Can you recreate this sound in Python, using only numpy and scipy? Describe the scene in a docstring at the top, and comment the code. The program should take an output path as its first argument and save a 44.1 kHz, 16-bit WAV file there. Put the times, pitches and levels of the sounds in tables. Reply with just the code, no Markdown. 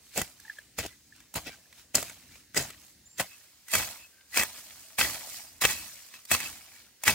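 """A hoe chops twelve times into dry soil and vines in a garden, heard first from afar, then from near.
Noisy grains of grit and stems strike the steel blade and ring its modes; damped low swings thud in
the ground, and shaped noise rustles like leaves in each pull. Small hollow pops are short decaying
tones, bird notes are gliding sines, and outdoor hiss and low breeze are drifting coloured noise.
Two microphone ports, alike in the bass and less so in most of the treble, make the stereo."""
import sys
import numpy as np
from scipy import signal
from scipy.fft import rfft, irfft, next_fast_len
from scipy.io import wavfile
from scipy.ndimage import uniform_filter1d

SR = 44100
rng = np.random.default_rng(int(sys.argv[2]) if len(sys.argv) > 2 else 0)


def digitize_waveform(pressure):
    """Quantize a signal to 16-bit integers and store it at the path in sys.argv[1].

    Rows of a 2-D input are taken as channels; values are limited to [-1, 1].
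    """
    field = np.atleast_2d(pressure).T
    bounded = np.clip(field, -1, 1)
    quanta = np.round(bounded * 32767).astype(np.int16)
    wavfile.write(sys.argv[1], SR, quanta)


N = 314874
NEAR_S = 3.265  # the hoe is heard from near after this time


def gain_of(db):
    """Amplitude factor of a level in dB."""
    return 10 ** (np.asarray(db) / 20)


def evened(x):
    """Scale to an RMS of one."""
    return x / np.sqrt(np.mean(x ** 2) + 1e-20)


def read(points, hz):
    """Every column of a table at the frequencies hz, on a log axis."""
    f, *columns = np.transpose(points)
    return np.squeeze([np.interp(np.log(hz + 1), np.log(f + 1), c) for c in columns])


def add(mix, s, sound):
    """Lay a sound into the mix at s seconds, cut off at the end."""
    part = mix[..., round(s * SR):][..., :sound.shape[-1]]
    part += sound[..., :part.shape[-1]]


def coloured(x, points):
    """Causal minimum-phase filter of unit energy with the given spectrum."""
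    log_gain = read(points, abs(np.fft.fftfreq(4096, 1 / SR))) * np.log(10) / 20
    spectrum = np.exp(log_gain - 1j * signal.hilbert(log_gain).imag)
    taps = np.fft.ifft(spectrum).real[:2048]
    return signal.oaconvolve(x, taps / np.linalg.norm(taps))[:N]


def ring(x, hz, width):
    """One damped resonance of the given width in Hz, scaled to unit energy."""
    r, turn = np.exp(-np.pi * width / SR), 2 * np.pi * hz / SR
    strength = np.sin(turn) * np.sqrt(2 * (1 - r * r))
    return signal.lfilter([strength], [1, -2 * r * np.cos(turn), r * r], x)


def drift(count, per_s, depth_db):
    """Random gain curves with per_s new values a second, joined by straight lines."""
    steps = np.arange(0, N / SR * per_s + 2)
    gains = gain_of(depth_db * rng.standard_normal((count, len(steps))))
    return [np.interp(np.arange(N) / SR * per_s, steps, g) for g in gains]


def air():
    """Distant leaves, insects and breeze: noise with drifting patches."""
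    # spectrum of the open air: (f/Hz, relative level per Hz/dB)
    air_spectrum = [(15, -42), (25, -1), (76, -11.5), (317, -11), (394, -7), (1160, -15), (1890, -7),
                    (3520, -8.5), (4490, -5), (8360, -6.5), (11900, -14.5), (14400, -9.5), (16000, -6)]
    frames, hz = N // 256 + 5, np.fft.rfftfreq(1024, 1 / SR)
    real, imaginary, patches = rng.standard_normal((frames, 513, 3)).T
    patches = uniform_filter1d(patches, size=12, axis=0)  # over frequency
    patches = evened(uniform_filter1d(patches, size=20, axis=1))  # over time
    z = (real + 1j * imaginary) * gain_of(read(air_spectrum, hz)[:, None] + 2.0 * patches)
    hiss = signal.istft(z, nperseg=1024, noverlap=768)[1][:N]
    return gain_of(-60) * evened(hiss)


def strokes():
    """Slow level of scrape, treble, weight and rumble: way in, bite, fading pull, and brushed leaves."""
    # one row a stroke: (bite t/s, way in through the leaves/s, bite length/s, scrape level/dB,
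    # treble level above it/dB, crunch level above it/dB, bite t60/s, pull level/dB,
    # pull treble level above it/dB, pull t60/s, pull crunch level above it/dB)
    stroke_rows = [(0.174, 0.064, 0.02, -36.5, 1.5, -4, 0.21, -52, 8.5, 0.52, 4.5),
                   (0.786, 0.023, .005, -36, -2, -7, 0.29, -50.5, 5.5, 0.51, -11),
                   (1.357, 0.022, 0.015, -36.5, -1, 5.5, 0.1, -53.5, 4, 0.94, 2),
                   (1.949, 0.013, .01, -38, 5.5, 4, 0.26, -40.5, 3, .7, -1.5),
                   (2.569, 0.031, 0.0037, -33, 3, -2.5, 0.37, -47.5, -21, 0.77, -0.5),
                   (3.198, 0.032, 0.0069, -33.5, 1, 8.5, 0.1, -54, 4.5, 1.46, -7),
                   (3.739, 0.066, 0.0098, -33, 6, 1.5, 0.54, -39, 5, 0.68, -5),
                   (4.372, 0.068, 0.029, -31, 3.5, -3, 0.23, -52, 6.5, 3.86, -2),
                   (4.988, 0.016, 0.022, -29.5, 2, -6.5, 0.42, -41, 7, 1.41, 0.5),
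                   (5.615, 0.011, 0.026, -30.5, 1.5, -7, 0.42, -42.5, 6.5, 1.57, -5.5),
                   (6.317, 0.035, 0.029, -29.5, 5, -15, 0.067, -38.5, 3.5, 0.94, -4.5),
                   (7.077, 0.049, 0.0056, -25.5, 2.5, 1.5, 0.22, -37, -12, 1., -11)]
    # leaves and stems brushed between strokes: (middle t/s, length between the -20 dB points/s,
    # scrape level/dB, treble level above it/dB)
    rustles = [(0.09, 0.24, -65, 7), (0.513, 0.44, -58.5, 1.5), (0.85, 0.079, -44.5, -3),
               (1.194, 0.2, -62, -4), (1.477, 0.069, -41.5, -8), (1.527, .12, -53.5, -4),
               (1.786, 0.15, -57.5, 2), (2.347, 0.3, -58.5, 1), (2.85, 0.29, -63, 7),
               (4.02, 0.057, -57, -8), (4.587, 0.1, -51, 3), (5.357, .3, -51, 7.5), (5.706, 0.1, -40, 9.5),
               (6.155, 0.13, -54.5, -1), (6.451, 0.11, -42.5, 0.5), (6.767, 0.35, -57, 0.5)]
    entry_db, entry_crunch = -31, 3.1  # start of the way in; the soil comes in this much more steeply
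    lift_s, lift_t60 = 0.032, 0.3  # the pull dies as the hoe is about to fall again, seconds
    pull_rumble_db, rustle_crunch_db, rustle_rumble_db = -9.5, -13, -1.5  # rumble is relative to crunch
    steepness = np.array([[1], [1], [entry_crunch], [entry_crunch]])

    t, power = np.arange(0, N + 32, 32) / SR, 0
    next_bites = [row[0] for row in stroke_rows[1:]] + [N / SR + 1]
    for row, next_s in zip(stroke_rows, next_bites):
        s, entry, hold, db, treble_db, weight_db, t60, pull_db, pull_treble_db, pull_t60, soil_db = row
        way_in = entry_db * np.maximum(s - t, 0) / entry * steepness
        after = np.maximum(t - s - hold, 0)
        bite_layers = np.array([[0], [treble_db], [weight_db], [-99]])  # next to no rumble
        bite = way_in - 60 * after / t60 + db + bite_layers
        lift = np.maximum(t - next_s + lift_s, 0) / lift_t60
        pull_layers = np.array([[0], [pull_treble_db], [soil_db], [soil_db + pull_rumble_db]])
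        pull = way_in - 60 * (after / pull_t60 + lift) + pull_db + pull_layers
        power = power + gain_of(bite) ** 2 + gain_of(pull) ** 2
    for s, length, db, treble_db in rustles:
        swell = db - 20 * ((t - s) / (length / 2)) ** 2
        layers = np.array([[0], [treble_db], [rustle_crunch_db], [rustle_crunch_db + rustle_rumble_db]])
        power = power + gain_of(swell + layers) ** 2
    return np.array([np.interp(np.arange(N) / SR, t, p) for p in np.sqrt(power)])


def breeze():
    """Lumpy low noise: air at the microphone, and soil shifting in each pull."""
    # spectrum of the rumble: (f/Hz, relative level/dB)
    rumble = [(25, -34), (45, -4.5), (70, 0.5), (150, -7.5), (300, -6), (600, -41.5)]
    far_db, near_db = -69, -77
    wind = gain_of(np.where(np.arange(N) < NEAR_S * SR, far_db, near_db))
    level = np.hypot(wind, strokes()[3])
    lumps = drift(1, 9., 3.5)[0]
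    return level * lumps * coloured(rng.standard_normal(N), rumble)


def grains(per_s, spread_db, hiss):
    """Random clicks of uneven size in clumps, over a fine hiss."""
    wander = evened(uniform_filter1d(rng.standard_normal(N // 10 + 1), size=15))
    clumps = gain_of(2. * wander).repeat(10)[:N]
    at = np.flatnonzero(rng.random(N) < per_s / SR)
    z = rng.standard_normal(N)
    sizes = np.minimum(-np.log(1 - rng.random(N)[at]), 4)
    clicks = np.zeros(N)
    clicks[at] = np.sign(z[at]) * gain_of(spread_db * sizes)
    return evened(clumps * (evened(clicks) + hiss * z))


def contact():
    """Force of the ground on the blade in three layers: scrape, treble, weight."""
    # stones and stems that the edge hits: (t/s, scrape level/dB, treble level above it/dB,
    # crunch level above it/dB)
    knocks = [(0.176, -26, 9, 1), (0.1846, -32, -1, 5), (0.216, -26.5, 7, 2), (0.4003, -53, 13.5, -5),
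              (0.5878, -46, -1, 2), (0.7873, -29.5, 2, 9.5), (0.8627, -36, 5, -32), (1.162, -51.5, 7, -20),
              (1.2032, -45, 2, -24), (1.341, -45.5, 16, 15.5), (1.3585, -38, 9, 17), (1.4688, -41, 5, -13),
              (1.7273, -43, -4, -24), (1.796, -44, -14, -9), (1.946, -29.5, 2, -19), (1.9527, -33, 25, -14),
              (2.0271, -33, 6.5, 4.5), (2.097, -34, -1.5, -27), (2.356, -43, -6, -5),
              (2.5458, -32.5, 1, -22), (2.563, -38, 13, -22), (2.5745, -20.5, 4.5, -13),
              (2.704, -37.5, 3, -20), (3.1822, -46.5, 18, -17), (3.1992, -32.5, -4, 2),
              (3.6835, -39.5, 7, -8), (3.7362, -25.5, 11.5, -19), (3.7527, -18, 6, -18),
              (4.2102, -48, -15, -19), (4.344, -30.5, -3, -18), (4.3732, -22.5, 10.5, 1),
              (4.3852, -28, 7, 3), (4.4122, -22, -1, -9), (4.4244, -25, 0, -8), (4.4339, -25.5, 6, 2),
              (4.455, -40, -3, -6), (4.7072, -39.5, -8, -14), (4.9875, -30, 4.5, 14.5),
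              (5.0117, -15, -17, -15), (5.6196, -24.5, 2, 0), (5.6384, -19, 1, -15),
              (5.6512, -9.5, -1, -17), (6.1402, -35.5, -9, -13), (6.2527, -46, 10.5, -11),
              (6.3149, -17, 2, 4), (6.3483, -18, -6, -16), (6.4034, -30, 7, -29), (7.0368, -30, 10, 1),
              (7.058, -43, 14, -10), (7.0792, -10, -1.5, -19)]
    knock_t60, crumb_rise_s = 0.019, 0.00099
    shared = grains(1500, 4., .5)
    treble = evened(0.095 * shared + grains(5000, 0.85, 0.74))
    weight = evened(.5 * shared + grains(500, 3.0, 0.8))
    force = strokes()[:3] * [shared, treble, weight]

    u = np.arange(1500) / SR
    for (s, db, treble_db, weight_db), z in zip(knocks, rng.standard_normal((len(knocks), len(u)))):
        snap = 2.13 * np.exp(-u * SR)
        crumbs = 1.03 * z * (1 - np.exp(-u / crumb_rise_s))
        burst = (crumbs + snap) * gain_of(-60 * u / knock_t60)
        add(force, s, burst * gain_of([[db], [db + treble_db], [db + weight_db]]))
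    return force


def patchy(x):
    """Clods and stems of changing size: the colour shifts in short random patches."""
    z = signal.stft(x, nperseg=512)[2]
    patches = uniform_filter1d(rng.standard_normal(z.T.shape), size=4, axis=0)  # over time
    patches = uniform_filter1d(patches, size=3, axis=1)  # over frequency
    gain = gain_of(3. * evened(patches).T)
    return signal.istft(z * evened(gain), nperseg=512)[1][:N]


def hoe():
    """Scrape rings the low blade modes and treble the high ones; weight crunches in the soil."""
    # spectra of the three layers: (f/Hz, relative level/dB)
    grit = [(300, -38), (800, -9.5), (1400, -5.5), (2200, -2), (3000, -3), (4200, -4.5), (6000, -7),
            (9000, -39.5)]
    leaves = [(2000, -37), (4000, -1), (6000, 1), (8000, 1.5), (9500, -1.5), (12000, -4), (14000, -1.5),
              (16000, -2)]
    soil = [(60, -39.5), (200, -8.5), (400, -14.5), (650, -1.5), (1000, -6), (1500, -11.5), (2500, -15.5)]
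    # blade modes: (f/Hz, width/Hz, relative level from afar/dB, relative level from near/dB)
    blade = [(706, 410, 7, -40), (883, 27, -31, -8.5), (1300, 150, -20, -9), (1570, 150, -3.5, -23),
             (1993, 88, 0, 0.5), (2297, 140, -3, -1), (2602, 70, 0.5, 3), (3270, 130, -16, -6),
             (4610, 240, -3.5, -23), (5066, 110, 2, -7), (6400, 220, -23, -10), (7260, 160, 1, -10),
             (7820, 190, -4, -29), (8270, 330, -5, -6)]
    # the free blade sings on one mode while stems or grit slide along it:
    # (t/s, length/s, row of the blade modes, level/dB)
    sings = [(.42, .09, 1, -65), (.89, .07, 4, -60), (1.47, .09, 5, -57), (1.49, .07, 3, -56),
             (2.08, .04, 3, -53), (2.31, .06, 5, -63), (3.28, .09, 6, -56), (3.67, .07, 4, -50),
             (3.965, .115, 6, -54), (4.1, .2, 3, -67), (4.32, .045, 4, -44), (5.66, .19, 6, -45),
             (6.13, .04, 6, -55), (6.4, .05, 6, -46), (6.44, .045, 6, -41), (6.72, .1, 5, -61)]
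    scrape, treble, weight = contact()
    out = gain_of(-1.0) * coloured(scrape, grit)
    out = out + gain_of(1.0) * coloured(treble, leaves)
    out = out + gain_of(-2.0) * coloured(weight, soil)
    out = patchy(out)

    power = uniform_filter1d(scrape ** 2, size=400)
    hard = power / (power + gain_of(-42.5) ** 2)  # only firm contact rings the steel; soft leaves do not
    near = round(NEAR_S * SR)
    for (hz, width, far_db, near_db), place in zip(blade, drift(len(blade), 35, 4.)):
        drive = scrape if hz < 4200 else treble
        mode = ring(drive * hard * place, hz, width)  # the point of contact wanders over the blade
        add(out, 0, gain_of(far_db - 8.5) * mode[:near])
        add(out, NEAR_S, gain_of(near_db - 9.0) * mode[near:])

    for (s, length, row, db), z in zip(sings, rng.standard_normal((len(sings), 12000))):
        size = round(length * SR)
        tone = evened(ring(z, blade[row][0], 28.)[-size:])
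        add(out, s, gain_of(db) * np.hanning(size) ** .5 * tone)
    return out


def ground():
    """Each thud is a low damped swing with loose rumble in it."""
    # thuds under each blow: (t/s, level before the soft onset/dB, f/Hz, t60/s)
    thuds = [(0.181, -31.5, 195, 0.13), (0.779, -36.5, 106.5, 0.23), (1.352, -23.5, 92, 0.076),
             (1.952, -37, 267, 0.16), (2.577, -34.5, 139.4, 0.2), (3.191, -36, 171, 0.11),
             (3.752, -40.5, 81.3, 0.33), (4.388, -33, 218, 0.088), (5.001, -33, 72.5, 0.13),
             (5.649, -43, 169, 0.22), (6.319, -28.5, 79, 0.1), (7.068, -33, 187, 0.29)]
    out, u = np.zeros(N), np.arange(12000) / SR
    onset = 1 - np.exp(-u / 0.0073)
    for (s, db, hz, t60), z in zip(thuds, rng.standard_normal((len(thuds), len(u)))):
        swing = np.sin(2 * np.pi * hz * u) + 0.99 * evened(ring(z, 110, 200))
        add(out, s, gain_of(db - 60 * u / t60) * onset * swing)
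    return out


def pops():
    """Short rounded rings with faint overtones and a weak rebound."""
    # hollow pops between strokes: (t/s, peak level of the envelope/dB, f/Hz)
    pop_rows = [(0.396, -53.5, 1670), (0.45, -45, 1710), (0.479, -43, 1840), (0.497, -30, 1724),
                (0.515, -52, 1640), (0.5683, -51, 1710), (0.585, -36, 1700), (1.123, -47, 1740),
                (1.203, -61, 1650), (1.655, -59, 1700)]
    rise_s, rebound_s, rebound_gain = .027 / 9, 0.0097, 0.19
    out, u = np.zeros(N), np.arange(2500) / SR
    v = u / rise_s
    envelope = (v * np.exp(1 - v)) ** 2.1  # peaks at one after rise_s
    for s, db, hz in pop_rows:
        overtones = ((1, 1), (1.9, .06), (2.9, .04))  # (frequency ratio, share)
        tone = sum(share * np.sin(2 * np.pi * k * hz * u) for k, share in overtones)
        pop = gain_of(db) * envelope * tone
        add(out, s, pop)
        for echo in range(1, 5):
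            add(out, s + rebound_s * echo, rebound_gain ** echo * pop)
    return out


def bird():
    """Thin gliding whistles and quick rising chirps, made uneven by the distance."""
    # whistles: (t/s, length/s, start f/Hz, end f/Hz, level before the unevenness/dB)
    whistles = [(2.82, .03, 6400, 6450, -59), (3.055, .03, 7000, 7300, -51), (3.075, .12, 7320, 7360, -58),
                (5.46, .07, 4700, 5300, -58), (6.135, .05, 6250, 6400, -59)]
    # chirps: (t/s, start f/Hz)
    chirps = [(5.92, 4800), (6.022, 5200), (6.077, 4200), (6.096, 4900), (6.162, 4200), (6.197, 5100),
              (6.252, 4000), (6.275, 4800)]
    chirp_s, chirp_rise, chirp_db = .012, 1.3, -57  # the rise is a frequency ratio
    notes = whistles + [(s, chirp_s, hz, hz * chirp_rise, chirp_db) for s, hz in chirps]
    out = np.zeros(N)
    for s, length, hz0, hz1, db in notes:
        hz = np.linspace(hz0, hz1, round(length * SR))
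        tone = np.sin(2 * np.pi * np.cumsum(hz) / SR)
        add(out, s, gain_of(db) * np.hanning(len(hz)) ** .5 * tone)
    return out * drift(1, 250., 4.)[0]


def ports(x, apart):
    """The right port hears the left sound shifted in phase, mixed with grains that only it faces."""
    # the two microphone ports: (f/Hz, likeness 0-1, left lead from afar/rad, left lead from near/rad,
    # left over right level/dB)
    port_rows = [(60, 0.98, 0.05, 0.1, 3), (497, 0.96, -0.05, 0.15, 2), (2000, 0.8, 0, 0.58, 1.5),
                 (3570, 0.42, -1.2, 1.36, 1), (4360, 0.06, .5, 8, -1.5), (6480, 0.25, .3, 2, 0),
                 (11000, 0.1, 2, 1, -4), (16550, 0.9, 2.1, 2, -3)]
    size, near = next_fast_len(N), np.arange(N) > NEAR_S * SR
    like, far_lead, near_lead, balance_db = read(port_rows, np.fft.rfftfreq(size, 1 / SR))
    tilt = gain_of(balance_db / 2)
    shifted = rfft(x * ~near, size) * np.exp(-1j * far_lead)
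    shifted = shifted + rfft(x * near, size) * np.exp(-1j * near_lead)
    right = like * shifted + np.sqrt(1 - like ** 2) * rfft(apart, size)
    return irfft(np.array([rfft(x, size) * tilt, right / tilt]), size)[:, :N]


def scene():
    """Pops, bird and thuds reach both ports alike; hoe, breeze and air are drawn anew for each."""
    points = pops() + bird() + ground()
    return ports(*(points + hoe() + breeze() + air() for side in range(2)))


def record(dry):
    """The microphone loses the deepest bass; then a band limit takes the top treble."""
    thin = signal.sosfilt(signal.butter(3, 45, "high", fs=SR, output="sos"), dry)
    band_limit = signal.firwin(801, 15850, window=("kaiser", 10), fs=SR)
    return signal.oaconvolve(thin, band_limit[None], "same")


dry = scene()
out = record(dry)
digitize_waveform(out)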